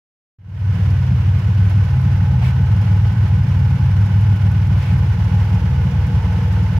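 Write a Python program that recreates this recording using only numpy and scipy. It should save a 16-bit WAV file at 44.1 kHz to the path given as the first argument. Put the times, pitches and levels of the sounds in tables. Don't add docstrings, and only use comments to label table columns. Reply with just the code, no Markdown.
import sys
import numpy as np
from scipy import signal
from scipy.fft import rfft, irfft, next_fast_len
from scipy.io import wavfile
from scipy.ndimage import uniform_filter1d, minimum_filter1d, map_coordinates

SR = 44100
rng = np.random.default_rng(int(sys.argv[2]) if len(sys.argv) > 2 else 0)


def unload_wav(signal):
    wavfile.write(
        sys.argv[1],
        SR,
        np.round(np.clip(np.atleast_2d(signal).T, -1, 1) * 32767).astype(np.int16),
    )


N = 299439

# (pulse strength [ratio], valve tick [dB])
FIRING_ORDER = [(0.86, -10.5), (1.09, 1.5), (0.85, -3), (1.034, 2.5), (0.88, -8.5), (0.81, 4)]


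def amp(db):
    return 10 ** (np.asarray(db) / 20)


def unit(x):
    return x / np.sqrt(np.mean(x ** 2) + 1e-20)


def along(points, hz):
    f, v = np.transpose(points)
    return np.interp(np.log(hz + 1), np.log(f + 1), v)


def curve(points):
    return np.interp(np.arange(N) / SR, *np.transpose(points))


def wobble(rate_hz):
    knots = rng.standard_normal(int(N * rate_hz / SR) + 4)
    return map_coordinates(knots, [np.arange(N) * rate_hz / SR])


def filtered(x, response):
    m = next_fast_len(N + SR // 2)
    return irfft(rfft(x, m) * response(np.fft.rfftfreq(m, 1 / SR)), m)[..., :N]


def resonance(f, centre_hz, width_hz):
    return 1j * f * width_hz / (centre_hz ** 2 - f ** 2 + 1j * f * width_hz)


def pan(db):
    return amp(np.array([[.5], [-.5]]) * db)


def stereo_noise(colour):
    # (frequency [Hz], left-right likeness [ratio])
    likeness = [(60, -0.02), (130, 0.28), (290, 1), (640, 0.68), (1410, 0.43), (3100, 0.12), (6820, 0.006),
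                (15000, -0.47)]

    def mid_side(f):
        angle = np.arccos(np.clip(along(likeness, f), 0, 1)) / 2
        return colour(f) * np.array([np.cos(angle), np.sin(angle)])

    mid, side = filtered(rng.standard_normal((2, N)), mid_side)
    return unit(np.array([mid + side, mid - side]))


def level_db(rpm, far_db, midway_db, close_db, db_per_rpm, idle_rpm=770):
    # (time [s], place [0 far, 1 midway, 2 close])
    walk = [(1.5, 0.065), (2.25, 1.1), (4.4, 1.05), (5.15, 1.4), (5.65, 1.9), (6.25, 2)]
    return np.interp(curve(walk), [0, 1, 2], [far_db, midway_db, close_db]) + db_per_rpm * (rpm - idle_rpm)


def firings(crank):
    at = np.flatnonzero(np.diff(np.floor(crank)) > 0)
    return at, np.floor(crank[at + 1]).astype(int) % len(FIRING_ORDER)


def exhaust(crank, rpm, scatter=0.11, jitter_s=0.00047, gas_db=-22, thud_scatter=0.18, burble_scatter=0.66):
    # (frequency [Hz], width [Hz], front bank drive [signed gain], rear bank drive [signed gain])
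    pipe_modes = [(59.5, 17.3, -0.28, -0.041), (70.2, 25, 0.309, 0.056), (103.9, 14.23, -0.39, 0.37),
                  (126.9, 22.46, 0.1916, -0.423), (134.2, 10.1, 0.021, 0.3), (175.5, 35.4, -0.079, 0.139),
                  (188, 27.8, 0.068, -0.114), (248.3, 8, -0.0112, 0.0016)]
    # (far [dB], midway [dB], close [dB], slope [dB/rpm])
    band_levels = [(-23, -21.5, -19, -0.0272), (-14.4, -15.5, -20.5, 0.083), (-21, -18.5, -20.5, -0.056),
                   (-27.5, -26, -25, -0.0024)]
    edges_hz = [1, 86, 110, 152, 2000]
    at, cylinder = firings(crank)
    size_draw, time_draw, burble_draw, thud_draw = rng.standard_normal((len(at), 4)).T
    burn = burn_strength(crank, at)
    size = np.array(FIRING_ORDER)[cylinder, 0] * (1 + scatter * size_draw)
    onsets = np.clip(at + np.round(jitter_s * SR * time_draw).astype(int), 0, N - 1)
    turbulence = amp(gas_db) * rng.standard_normal((2, N))
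    pipe = lambda f: sum(resonance(f, hz, width) * np.array([[front], [rear]])
                         for hz, width, front, rear in pipe_modes)
    muffler = lambda f: 1 / (1 + (37 / (f + 1)) ** 6) / (1 + (f / 320) ** 6)
    lowpass = lambda f, edge_hz: 1 / (1 + (f / edge_hz) ** 24)
    strengths = [size * burn * (1 + thud_scatter * thud_draw),
                 size * burn,
                 size * (1 + burn) / 2,
                 size * (1 + burble_scatter * burble_draw)]
    out = np.zeros(N)
    for low_hz, high_hz, strength, levels in zip(edges_hz, edges_hz[1:], strengths, band_levels):
        banks = np.zeros((2, N))
        banks[cylinder % 2, onsets] = strength
        response = lambda f: pipe(f) * muffler(f) * (lowpass(f, high_hz) - lowpass(f, low_hz))
        band = filtered(unit(banks) + turbulence, response).sum(axis=0)
        power = uniform_filter1d(uniform_filter1d(band ** 2, size=SR // 4), size=SR // 4)
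        out += band / np.sqrt(np.abs(power) + 1e-12) * amp(level_db(rpm, *levels))
    return out


def engine_bay(crank, rpm, throb=0.12, flicker_db=0.92):
    # (far [dB], midway [dB], close [dB], slope [dB/rpm])
    levels = (-37, -37, -36, 0.0182)
    # (frequency [Hz], density [dB])
    rush_spectrum = [(120, -10.5), (230, -3.5), (330, 0), (400, -7), (540, -5), (660, -5), (950, -4),
                     (1150, -7), (1900, -7.5), (2950, -11), (3800, -18), (5900, -22), (7800, -32.5),
                     (15500, -35)]
    # (frequency [Hz], width [Hz], level [dB])
    panel_modes = [(230, 57, -2.5), (367, 30, -6), (557, 24, -11), (1024, 58, -1), (1320, 79, -8),
                   (1690, 40, -8.5), (2100, 82, -11.5), (2730, 31, -15), (2930, 96, -11.5),
                   (3220, 29, -11.5), (4900, 36, -24), (5160, 34, -27.5)]
    # (frequency [Hz], left over right [dB])
    balance = [(200, 0.5), (400, -1.5), (700, -0.5), (1200, -4.5), (2400, -4.5), (4400, -0.5), (8100, 3.5),
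               (13000, -0.5)]
    pulse = 1 + throb * np.cos(2 * np.pi * crank)
    gain = amp(level_db(rpm, *levels) + flicker_db * wobble(60))
    panel_power = lambda f: sum(np.abs(amp(db) * resonance(f, hz, width) ** 2) ** 2
                                for hz, width, db in panel_modes)
    rush = stereo_noise(lambda f: np.sqrt(amp(along(rush_spectrum, f)) ** 2 + panel_power(f)))
    return filtered(gain * pulse * rush, lambda f: pan(along(balance, f)))


def bay_reflections(x, depth=0.31, decay_s=0.018):
    t = np.arange(SR // 12) / SR
    echoes = rng.standard_normal((2, len(t))) * np.exp(-t / decay_s) * (1 - np.exp(-2 * t / decay_s))
    echoes *= depth / np.linalg.norm(echoes, axis=1, keepdims=True)
    return (x + signal.fftconvolve(x, echoes, axes=1)[:, :N]) / np.sqrt(1 + depth ** 2)


def valves(crank, rpm, lag_firings=0.39, scatter_db=1.6, attack_s=0.0034, decay_s=0.01, springs_db=-10):
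    # (far [dB], midway [dB], close [dB], slope [dB/rpm])
    levels = (-54, -52.5, -52.5, 0.044)
    # (frequency [Hz], density [dB])
    tick_spectrum = [(1500, -31), (3000, -3.5), (5000, 3.5), (6200, 2.5), (7500, -9), (10000, -1),
                     (12500, 0), (15500, -12)]
    # (frequency [Hz], width [Hz], level [dB])
    metal_modes = [(2920, 66, -1), (3220, 40, 1.5), (5160, 54, 4), (5100, 43, 3), (6850, 130, 0),
                   (10100, 110, 0)]
    # (frequency [Hz], width [Hz], level [dB])
    spring_modes = [(4500, 30, -7), (4970, 26, -0.5), (5067, 24, -3.5), (5950, 33, -4), (6850, 36, -9.5),
                    (9900, 50, -11)]
    at, cylinder = firings(crank - lag_firings)
    hits = np.zeros(N)
    hits[at] = amp(np.array(FIRING_ORDER)[cylinder, 1] + scatter_db * rng.standard_normal(len(at)))
    t = np.arange(SR // 8) / SR
    envelope = signal.fftconvolve(hits, (1 - np.exp(-t / attack_s)) * np.exp(-t / decay_s))[:N]
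    metal = lambda f: sum(amp(db) * np.abs(resonance(f, hz, width)) for hz, width, db in metal_modes)
    springs = lambda f: sum(amp(db) * resonance(f, hz, width) for hz, width, db in spring_modes)
    ticks = envelope * stereo_noise(lambda f: amp(along(tick_spectrum, f)) + metal(f))
    pings = unit(filtered(envelope * ticks, springs))
    return amp(level_db(rpm, *levels)) * (ticks + amp(springs_db) * pings)


def rattle(crank, rpm, rough_db=1.8, throb=0.15):
    # (frequency [Hz], width [Hz], left over right [dB],
    # far [dB], midway [dB], close [dB], slope [dB/rpm])
    parts = [(476, 35, 0, -49, -50, -42.3, .015), (837.6, 33, -3, -53.5, -44.3, -44.5, -0.0043),
             (901, 42, -2.5, -58.5, -51, -44, -0.01), (1493, 66, -11, -51.5, -49, -50.3, 0.0156)]
    bunching = 1 + throb * np.cos(4 * np.pi * crank)
    out = np.zeros((2, N))
    for hz, width, pan_db, *levels in parts:
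        knocks = rng.standard_normal(N) * amp(rough_db * wobble(150)) * bunching
        ring = unit(filtered(knocks, lambda f: resonance(f, hz, width) * resonance(f, hz, 4 * width)))
        out += amp(level_db(rpm, *levels)) * ring * pan(pan_db)
    return out


def street(rumble_db=-52):
    # (frequency [Hz], density [dB])
    spectrum = [(5, -5), (35, 3.5), (200, -8.5), (2000, -53.5)]
    return amp(rumble_db) * stereo_noise(lambda f: amp(along(spectrum, f)))


def burn_strength(crank, at, sag_s=0.021):
    # (start [s], end [s], strength lost [ratio])
    stumbles = [(0.771, .9, .9), (1.408, 1.55, 1), (2.829, 4.52, 0.99), (4.846, 5.6, 0.56),
                (5.282, 6.03, 0.8), (6.089, 6.78, .73)]
    t = np.arange(N) / SR
    burn = np.ones(len(at))
    for start_s, end_s, lost in stumbles:
        first, last = np.interp([start_s, end_s], t, crank)
        for step in np.arange(first, last, 2 * len(FIRING_ORDER)):
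            centre_s = np.interp(step, crank, t)
            burn -= lost * np.exp(-((t[at] - centre_s) / sag_s) ** 2)
    return burn


def loose_valve(attack_s=.001, decay_s=.009):
    # (time [s], level [dB])
    clacks = [(1.696, -47), (2.012, -50.5), (2.814, -50), (3.28, -51), (4.058, -51), (4.208, -47),
              (4.359, -48), (4.512, -47.5), (4.67, -50), (4.983, -51), (6.067, -47.5), (6.523, -46)]
    # (frequency [Hz], density [dB])
    spectrum = [(2000, -23.5), (5000, 1.5), (8000, -6.5), (10000, -1.5), (12300, 0.5), (15500, -12.5)]
    t = np.arange(SR // 8) / SR
    strike = (1 - np.exp(-t / attack_s)) * np.exp(-t / decay_s)
    envelope = np.zeros(N + len(t))
    for start_s, db in clacks:
        envelope[round(start_s * SR):][:len(t)] += amp(db) * strike
    return envelope[:N] * stereo_noise(lambda f: amp(along(spectrum, f)))


def shoe(landing_db=-2, landing_s=.018):
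    # (time [s], length [s], level [dB])
    scuffs = [(2.408, .11, -35), (4.746, 0.22, -38.5)]
    # (frequency [Hz], density [dB])
    sole_spectrum = [(200, -26), (550, 0), (1200, -2), (2200, 2), (4000, -9), (8000, -22), (12000, -23.5),
                     (15500, -27.5)]
    t = np.arange(N) / SR
    landing, drag = np.zeros((2, N))
    for start_s, length_s, db in scuffs:
        landing += amp(db + landing_db) * np.exp(-((t - start_s) / landing_s - 1) ** 2)
        progress = np.clip((t - start_s) / length_s, 0, 1)
        drag += amp(db) * np.sqrt(np.abs(np.sin(np.pi * progress)))
    knock = stereo_noise(lambda f: np.abs(resonance(f, centre_hz=620, width_hz=450)) ** 2)
    friction = stereo_noise(lambda f: amp(along(sole_spectrum, f)))
    return landing * knock + drag * friction


def scene(left_lag_s=.00007, firings_per_rev=3):
    # (time [s], speed [rpm])
    idle_speed = [(0.5, 768.6), (0.77, 775.2), (1.13, 718.1), (1.23, 754.1), (1.77, 791.1), (1.96, 727.2),
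                  (2.18, 769.4), (2.42, 709.9), (2.82, 795.5), (3.04, 772.6), (3.84, 751.9), (4.01, 801.1),
                  (4.45, 795.3), (4.57, 769.8), (5.05, 762.1), (5.48, 805.4), (5.7, 753.4), (6.75, 800.6)]
    rpm = curve(idle_speed)
    crank = .8 + np.cumsum(rpm / 60 * firings_per_rev) / SR
    side_delay = lambda f: np.exp(1j * np.pi * f * left_lag_s * np.array([[-1], [1]]))
    boom = filtered(exhaust(crank, rpm), side_delay)
    rush = bay_reflections(engine_bay(crank, rpm))
    return boom + rush + valves(crank, rpm) + rattle(crank, rpm) + street() + loose_valve() + shoe()


def record(dry, ceiling=0.56, fade_out_s=.008, top_hz=15750):
    # (time [s], gain [dB])
    fade_in = [(.378, -110), (.388, -32.5), (.45, -23), (.5, -18), (.6, -8), (.7, -3), (.8, -0.5)]
    x = dry * amp(curve(fade_in))
    needed_gain = np.minimum(1, ceiling / (np.abs(x).max(axis=0) + 1e-9))
    limiter = uniform_filter1d(minimum_filter1d(needed_gain, size=SR // 50), size=SR // 50)
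    left_s = np.arange(N)[::-1] / SR
    fade_out = np.sin(np.pi / 2 * np.minimum(1, left_s / fade_out_s)) ** 2
    return filtered(x * limiter * fade_out, lambda f: f < top_hz)


dry = scene()
out = record(dry)
unload_wav(out)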